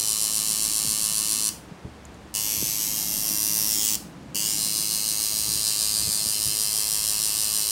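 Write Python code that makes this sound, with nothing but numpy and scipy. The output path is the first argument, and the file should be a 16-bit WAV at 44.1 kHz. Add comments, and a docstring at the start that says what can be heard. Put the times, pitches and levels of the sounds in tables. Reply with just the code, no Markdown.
"""A close, throbbing buzz: a coil tattoo machine in a small studio, switched off twice and run in the air
between two spells on the skin. Its armature hits the coil core about 107 times a second; mains ripple on
the supply beats with the strokes and makes the throb. The colour shifts as the machine is turned, and it
rattles more in the air than in the skin.
Underneath: soft handling bumps, a plop, two ticks, room rumble, hum and a far drone."""
import sys
import numpy as np
from scipy import signal
from scipy.fft import rfft, irfft, next_fast_len
from scipy.io import wavfile
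from scipy.ndimage import uniform_filter1d, map_coordinates

SR = 44100
rng = np.random.default_rng(int(sys.argv[2]) if len(sys.argv) > 2 else 0)


def generate_wav(sig):
    """Save sig (samples, or channels by samples) to the path in sys.argv[1] as 16-bit PCM at SR."""
    pcm = np.round(np.clip(np.atleast_2d(sig).T, -1, 1) * 32767).astype(np.int16)
    wavfile.write(sys.argv[1], SR, pcm)


N = 340000

# colours the machine throws at the microphone, one for each way it is held: f/Hz, level/dB
INKING = [(1500, -51), (2550, -27), (2770, -18.5), (3000, -16.5), (3400, -23), (4220, -7.5), (4800, -13.5),
          (5860, -7.5), (6570, -13.5), (7540, -7), (8260, -11.5), (9330, -5.5), (9920, -9.5), (10900, -14),
          (14800, -19.5), (15800, -50)]
LIFTED = [(1350, -31.5), (2900, -8), (3850, -12.5), (4750, -7.5), (6200, 0.5), (7110, -6), (8200, -3),
          (10300, -9.5), (11200, -0.5), (13000, -3.5), (13900, -8), (15800, -11)]
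ASIDE = [(1350, -31), (4200, -13.5), (5070, -5.5), (5650, 1.5), (6500, -7), (8000, -11.5), (9000, -1.5),
         (9800, -5), (10400, -8.5), (11300, -3.5), (13000, -2), (14000, -11), (15800, -8)]
SWOOPING = [(1500, -29), (2900, -7), (4000, -12.5), (5400, -2), (7000, -1), (9600, -5), (11000, -11.5),
            (14000, -8), (14800, -2), (15800, -7)]
RETURNING = [(1350, -36), (2300, -21.5), (2900, -7), (3500, -19), (4750, -6), (6610, -5.5), (9200, -6),
             (10800, -11.5), (14800, -12)]
SETTLING = [(1530, -40), (2600, -24), (2900, -16), (3570, -21.5), (4200, -4.5), (4480, -13), (4720, -4),
            (5790, -10.5), (6340, -5.5), (7210, -12.5), (9170, -4), (10800, -14), (12400, -11),
            (13500, -14), (14700, -13), (15800, -23)]
BEARING = [(1530, -45), (2600, -15.5), (3500, -14), (4100, -3), (4800, -0.5), (5300, -4), (5880, -8.5),
           (6990, -5), (8440, -3.5), (9200, 1), (10800, -12.5), (12100, -7), (15800, -21)]
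LINING = [(1530, -39), (2600, -19), (3000, -4.5), (3440, -15), (4100, -0.5), (4450, -10), (4900, 0.5),
          (5200, 0.5), (5560, 0), (6480, -7), (9240, 2), (11100, -6.5), (13300, -5), (15800, -18)]
# holds, each crossfading into the next: from/s, to/s, colour, click level/dB, lift off the skin/0-1
HOLDS = [(0, 1.417, INKING, 9, 0.02), (2.2, 2.382, RETURNING, 5, 0.21), (2.45, 2.9, LIFTED, 4, 0.27),
         (3.26, 3.659, ASIDE, 7.5, 0.8), (3.8, 3.96, SWOOPING, 6, 0.4), (4.3, 4.496, RETURNING, 5.5, 0.31),
         (4.667, 5.47, SETTLING, 5, 0.1), (5.704, 6.17, BEARING, 7, 0.1), (6.45, 7.797, LINING, 9.5, 0.11)]
# presses of the foot switch: on/s, off/s
PRESSES = [(0.0, 1.495), (2.3413, 3.962), (4.347, 7.71)]


def machine(ring_db=2.0, ring_t60=0.012, free_rattle_db=-5, skin_damping_db=14, knock_db=-25,
            return_db=-14, return_after_s=0.0033):
    """Each blow clicks, rings the steel and rattles the needle bar. 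Returns aimed and all-round sound."""
    # slow bending waves make the lower ringing trail the click: f/Hz, lag/s
    lag = [(2500, 0.001093), (4300, 0.0006), (6000, 0.0003), (9500, 0.000024)]
    # colour sent into the room, whatever the hold: f/Hz, level/dB
    room_colour = [(1700, -24.5), (2900, -4), (3600, -10.5), (4600, -0.5), (9500, -2), (10500, -5),
                   (15000, -8)]
    # dull push of the whole body: f/Hz, level/dB
    body_colour = [(300, -48), (850, 21.5), (1120, 13.0), (1550, 11.5), (2400, 18), (4000, 1.0)]
    times, gains, hardness = strokes()
    blows = pulses(times, gains)
    # the spring snaps back on its contact screw
    returns = times + return_after_s + .00012 * rng.standard_normal(len(times))
    contacts = blows + chatter(times, gains) + amp(return_db) * pulses(returns, gains)
    ring = amp(ring_db) * moving(contacts, lambda: dense_ring(ring_t60))
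    rattle_power = np.abs(through(blows ** 2, dense_ring(t60=0.057) ** 2))
    rattle = np.sqrt(rattle_power) * rng.standard_normal(N)
    tones = ringing(blows, pulses(times, gains * hardness))
    aimed = tones
    for k, (_, _, colour, click_db, lift) in enumerate(HOLDS):
        share = held(np.arange(len(HOLDS)) == k)
        rattle_db = free_rattle_db - skin_damping_db * (1 - in_air(lift))
        steel = amp(click_db) * contacts + ring + amp(rattle_db) * rattle
        steel /= np.linalg.norm(amp([click_db, ring_db, rattle_db]))
        aimed = aimed + share * through(steel, click(colour))
    aimed = filtered(aimed, lambda hz: np.exp(-2j * np.pi * np.cumsum(along(lag, hz)) * hz[1]))
    knock = amp(knock_db) * through(blows, click(body_colour))
    return close_reflection(aimed) + knock, tones + through(contacts, click(room_colour))


def strokes(stroke_hz=107, start_slow_hz=1.46, spin_up_s=.06, mains_hz=50.0435, crest_s=.0027,
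            throb_db=0.67, hurry_s=0.0002186, lead_rad=0.55, jitter_s=.000006, first_db=-6):
    """Times, strengths and hardness (0-1) of the armature's blows; from rest it starts a little slow."""
    # the speed drifts with load and grip: t/s, rate offset/Hz
    drift = [(0.0, 0.4), (0.65, 0.65), (1.5, 0.01), (2.95, -0.59), (3.75, 0.35), (3.96, -0.14),
             (4.95, -0.44), (5.4, 0.07), (6.3, -0.7), (7.7, -0.56)]
    runs = []
    for on, off in PRESSES:
        from_rest = on > 0
        t = np.arange(on, off, 1 / SR)
        slowing = from_rest * start_slow_hz * np.exp((on - t) / spin_up_s)
        rate = stroke_hz + np.interp(t, *np.transpose(drift)) - slowing
        cycles = np.cumsum(rate) / SR
        due = np.interp(np.arange(int(cycles[-1]) + 1), cycles, t)
        # a stroke near the crest of the rectified mains is pulled harder and comes sooner
        ripple = 2 * np.pi * 2 * mains_hz * (due - crest_s)
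        level = throb_db * np.cos(ripple)
        level[0] += from_rest * first_db  # the first swing is weak
        times = due - hurry_s * np.cos(ripple + lead_rad) + jitter_s * rng.standard_normal(len(due))
        runs.append([times, amp(level) * np.sqrt(SR / stroke_hz), np.maximum(np.cos(ripple), 0)])
    return np.concatenate(runs, axis=1)


def chatter(times, gains, after_s=0.000403, spread_s=0.000597, db=-11, scatter_db=2.5):
    """The loose needle bar knocks unevenly in its eye just after each blow."""
    late, size = rng.standard_normal((len(times), 2)).T
    return pulses(times + after_s + spread_s * np.abs(late), gains * amp(db + scatter_db * size))


def ringing(blows, hard_blows, frame_db=-21, free_db=-20, zing_db=-5, air_db=-9,
            clang_db=4.5, clang_s=0.053):
    """Frame and springs ring most with the needle in the skin; in the air the free bar takes over."""
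    # modes of the steel: f/Hz, level/dB, t60/s
    frame = [(1089, 3.5, 0.1), (1167, 1.5, 0.11), (1274, -5, 0.12), (1819, -2, 0.1), (2110, 0, 0.12),
             (2644, 8, 0.093), (3083, 1, 0.15)]  # woken by every blow
    springs = [(4228, 0, 0.11), (4660, -0.5, 0.1), (5078, -4, 0.1), (5185, -3.5, 0.1), (5290, 0, 0.1)]  # a high shimmer
    zing = [(3514, 3, 0.037), (5980, 13, 0.042), (7900, -1, 0.014), (9770, 13, 0.022), (9830, 19.5, 0.017)]  # woken by the harder blows only
    free_bar = [(856, -3.5, 0.1), (958, -4, 0.11), (1069, -0.5, 0.074), (2083, 2, 0.07), (2750, 17, 0.028)]  # needle bar swinging clear of the skin
    t = np.arange(N) / SR
    air = in_air(hand_lift())
    springs_db = np.interp(t, [5.47, 5.56], [-15.5, -6])  # a change of grip brings the springs up
    loaded = (amp(frame_db) * through(blows, modes(frame))
              + amp(springs_db) * through(blows, modes(springs))
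              + amp(zing_db) * through(hard_blows, modes(zing)))
    free = amp(free_db) * through(blows, modes(free_bar))
    # the steel clangs harder just after switching on
    clang = sum((t >= on) * np.exp(-np.abs(t - on) / clang_s) for on, _ in PRESSES if on > 0)
    return amp(clang_db * clang) * (amp(air_db * air) * loaded + air * free)


def dense_ring(t60, size=4096, onset_s=0.0011, smooth_bins=25):
    """Many close modes that build up, share the energy evenly over the band and die together; energy 1."""
    age = np.arange(size) / SR
    build_up = 1 - np.exp(-(age / onset_s) ** 2)
    spectrum = rfft(rng.standard_normal(size) * amp(-60 * age / t60) * build_up)
    contour = np.sqrt(np.abs(uniform_filter1d(np.abs(spectrum) ** 2, smooth_bins)))
    return norm(irfft(spectrum / contour)[:size // 2])


def held(values):
    """One value per hold, gliding from each hold to the next."""
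    edges = np.sort([s for hold in HOLDS for s in hold[:2]])
    return np.interp(np.arange(N) / SR, edges, np.repeat(values, 2))


def hand_lift():
    """How far the machine is raised off the skin, 0-1."""
    return held([hold[-1] for hold in HOLDS])


def in_air(lift, clear_lift=0.2514):
    """0 with the needle in the skin, 1 when it swings free."""
    return np.clip(lift / clear_lift, 0, 1)


def moving(x, new_response, creep_per_s=0.794, swing_per_s=5.55):
    """x through a response whose grain changes with travel: slowly on the skin, fast in the air."""
    place = np.cumsum(creep_per_s + swing_per_s * in_air(hand_lift())) / SR  # in treble wavelengths
    out = np.zeros(N + SR)
    for k in range(int(np.ceil(place[-1])) + 1):
        near = np.flatnonzero(np.abs(place - k) < 1)
        crossfade = np.cos(np.pi / 2 * (place[near] - k))
        part = signal.fftconvolve(x[near] * crossfade, new_response())
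        out[near[0]:][:len(part)] += part
    return out[:N]


def close_reflection(x):
    """A near bounce, as off an arm, sweeps a comb through the treble as the machine swings out and back."""
    # path of the bounce: t/s, delay/s, strength/0-1
    path = [(3.62, 0.00052, 0), (3.75, 0.00056, 0.25), (3.96, 0.00068, 0.25), (4.35, 0.00069, 0.35),
            (4.5, 0.00056, 0.55), (4.74, 0.00053, 0)]
    t = np.arange(N) / SR
    times, delay, strength = np.transpose(path)
    share = np.interp(t, times, strength)
    echo = map_coordinates(x, [(t - np.interp(t, times, delay)) * SR])
    return (x + share * echo) / np.hypot(1, share)


def room_tail(size=256, predelay_s=.004):
    """The studio's short answer; treble dies first."""
    # reverb time: f/Hz, t60/s
    decay = [(300, 0.57), (4000, 0.32), (9000, 0.33), (15000, 0.31)]
    hz, t, spectra = signal.stft(rng.standard_normal(SR // 3), SR, nperseg=size)
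    tail = signal.istft(spectra * amp(-60 * t / along(decay, hz)[:, None]), SR, nperseg=size)[1]
    return np.pad(norm(tail), (int(predelay_s * SR), 0))


def plop(start_s=2.6245, db=-24.5, high_hz=620, low_hz=105, fall_s=0.004, rise_s=0.0042):
    """One soft knock whose pitch drops at once."""
    age = np.maximum(np.arange(N) / SR - start_s, 0)
    hz = low_hz + (high_hz - low_hz) * np.exp(-age / fall_s)
    envelope = amp(db) * age / rise_s * np.exp(1 - age / rise_s)
    return envelope * np.sin(2 * np.pi * np.cumsum(hz * (age > 0)) / SR)


def handling(tick_t60=0.018):
    """Soft handling bumps and two light ticks: bursts of dull and of bright noise."""
    # bump cues: t/s, peak level/dB, length/s
    bumps = [(0.836, -38.5, 0.098), (1.712, -32.5, 0.021), (1.844, -35, 0.049), (2.554, -42, 0.2),
             (5.453, -39.5, 0.17), (5.991, -39, 0.11), (6.072, -33, 0.028), (6.257, -38, 0.035),
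             (6.447, -40, 0.094)]
    # tick cues: t/s, level/dB
    ticks = [(2.0524, -36.5), (2.144, -47)]
    # their colours: f/Hz, level/dB
    bump_colour = [(25, -12), (60, 6.5), (140, 11), (220, 2), (450, -6), (1000, -43), (3000, -80)]
    tick_colour = [(2000, -31), (5500, -21), (6900, 8), (8000, -12), (10000, -10), (15000, -28)]
    t = np.arange(N) / SR
    bump_envelope, tick_envelope = np.zeros(N), np.zeros(N)
    for start, db, length in bumps:
        progress = np.maximum(t - start, 0) / length * 4  # peaks a quarter of the way in
        bump_envelope += amp(db) * progress * np.exp(1 - progress)
    for start, db in ticks:
        tick_envelope += (t >= start) * amp(db - 60 * np.abs(t - start) / tick_t60)
    return bump_envelope * noise(bump_colour) + tick_envelope * noise(tick_colour)


def background(rumble_db=-46, hum_db=-58, drone_floor_db=-62.5, rise_s=0.62, fall_s=0.74):
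    """Steady room rumble, a low fuzzy hum and a distant drone that swells and fades."""
    # colours of the three beds: f/Hz, level/dB
    rumble_colour = [(15, -52), (25, -27), (59, -2), (94, -11.5), (113, -2.5), (307, -9.5), (513, -11.5),
                     (769, -12.5), (1220, -17), (2260, -22), (8490, -33.5), (15800, -49)]
    drone_colour = [(100, -21), (150, 0.5), (205, 4.5), (255, -4.5), (310, 3), (360, -9), (500, -53)]
    hum_colour = [(40, -48), (58, -7), (65, -6), (73, 21), (100, -53), (400, -100)]
    # swells of the drone: from/s, to/s, level/dB
    swells = [(.6, 1.3, -47.5), (2.947, 4.705, -45)]
    t = np.arange(N) / SR
    drone_power = np.full(N, amp(drone_floor_db) ** 2)
    for start, end, db in swells:
        swell = np.exp(-np.maximum(start - t, 0) / rise_s - np.maximum(t - end, 0) / fall_s)
        drone_power += (amp(db) * swell) ** 2
    hum = amp(hum_db) * noise(hum_colour)
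    return amp(rumble_db) * noise(rumble_colour) + hum + np.sqrt(drone_power) * noise(drone_colour)


def amp(db):
    """Decibels to gain."""
    return 10 ** (np.asarray(db) / 20)


def norm(x):
    """Scale to energy 1."""
    return x / np.sqrt(np.sum(x ** 2) + 1e-20)


def along(points, hz):
    """Read a curve of (f/Hz, value) points on a log frequency axis."""
    f, values = np.transpose(points)
    return np.interp(np.log(hz + 1), np.log(f), values)


def filtered(x, response):
    """x shaped by a frequency response."""
    size = next_fast_len(len(x) + 8192)
    return irfft(rfft(x, size) * response(np.fft.rfftfreq(size, 1 / SR)), size)[:len(x)]


def through(x, response):
    """x convolved with an impulse response."""
    return signal.fftconvolve(x, response)[:N]


def noise(colour):
    """Coloured noise of rms 1."""
    return np.sqrt(N) * norm(filtered(rng.standard_normal(N), lambda hz: amp(along(colour, hz))))


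def click(colour, size=1024):
    """The tightest causal pulse of this colour (minimum phase), energy 1."""
    cepstrum = irfft(np.log(amp(along(colour, np.fft.rfftfreq(size, 1 / SR)))))
    cepstrum[1:size // 2] *= 2
    cepstrum[size // 2 + 1:] = 0
    return norm(irfft(np.exp(rfft(cepstrum))))


def modes(table):
    """Damped sines, energy 1."""
    age = np.arange(SR // 8) / SR
    return norm(sum(amp(db - 60 * age / t60) * np.sin(2 * np.pi * hz * age) for hz, db, t60 in table))


def pulses(times, gains, size=8):
    """Impulses placed between samples with a windowed sinc."""
    at = times[:, None] * SR
    index = np.floor(at).astype(int) + np.arange(1 - size, size + 1)
    window = np.cos(np.pi * (index - at) / (2 * size)) ** 2
    taps = gains[:, None] * np.sinc(index - at) * window
    return np.bincount(np.clip(index, 0, N).ravel(), taps.ravel(), N + 1)[:N]


def scene(direct_db=-0.38, room_db=-33.5):
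    """The close buzz and a touch of room, over the small noises."""
    # level ride as the machine turns towards and away from the microphone: t/s, gain/dB
    ride = [(1.4, -25.5), (2.35, -26), (2.7, -26.5), (3.03, -27), (3.45, -23.5), (3.9, -22.5), (4.9, -27),
            (5.85, -25), (6.3, -26), (7.1, -25.1)]
    aimed, all_round = machine()
    buzz = amp(direct_db + np.interp(np.arange(N) / SR, *np.transpose(ride))) * aimed
    room = amp(room_db) * moving(all_round, room_tail)
    return (buzz + room + background() + handling() + plop())[None]


def record(dry, top_hz=15850):
    """A steep high cut takes off the very top."""
    return filtered(dry[0], lambda hz: 1 / np.sqrt(1 + (hz / top_hz) ** 600))[None]


dry = scene()
out = record(dry)
generate_wav(out)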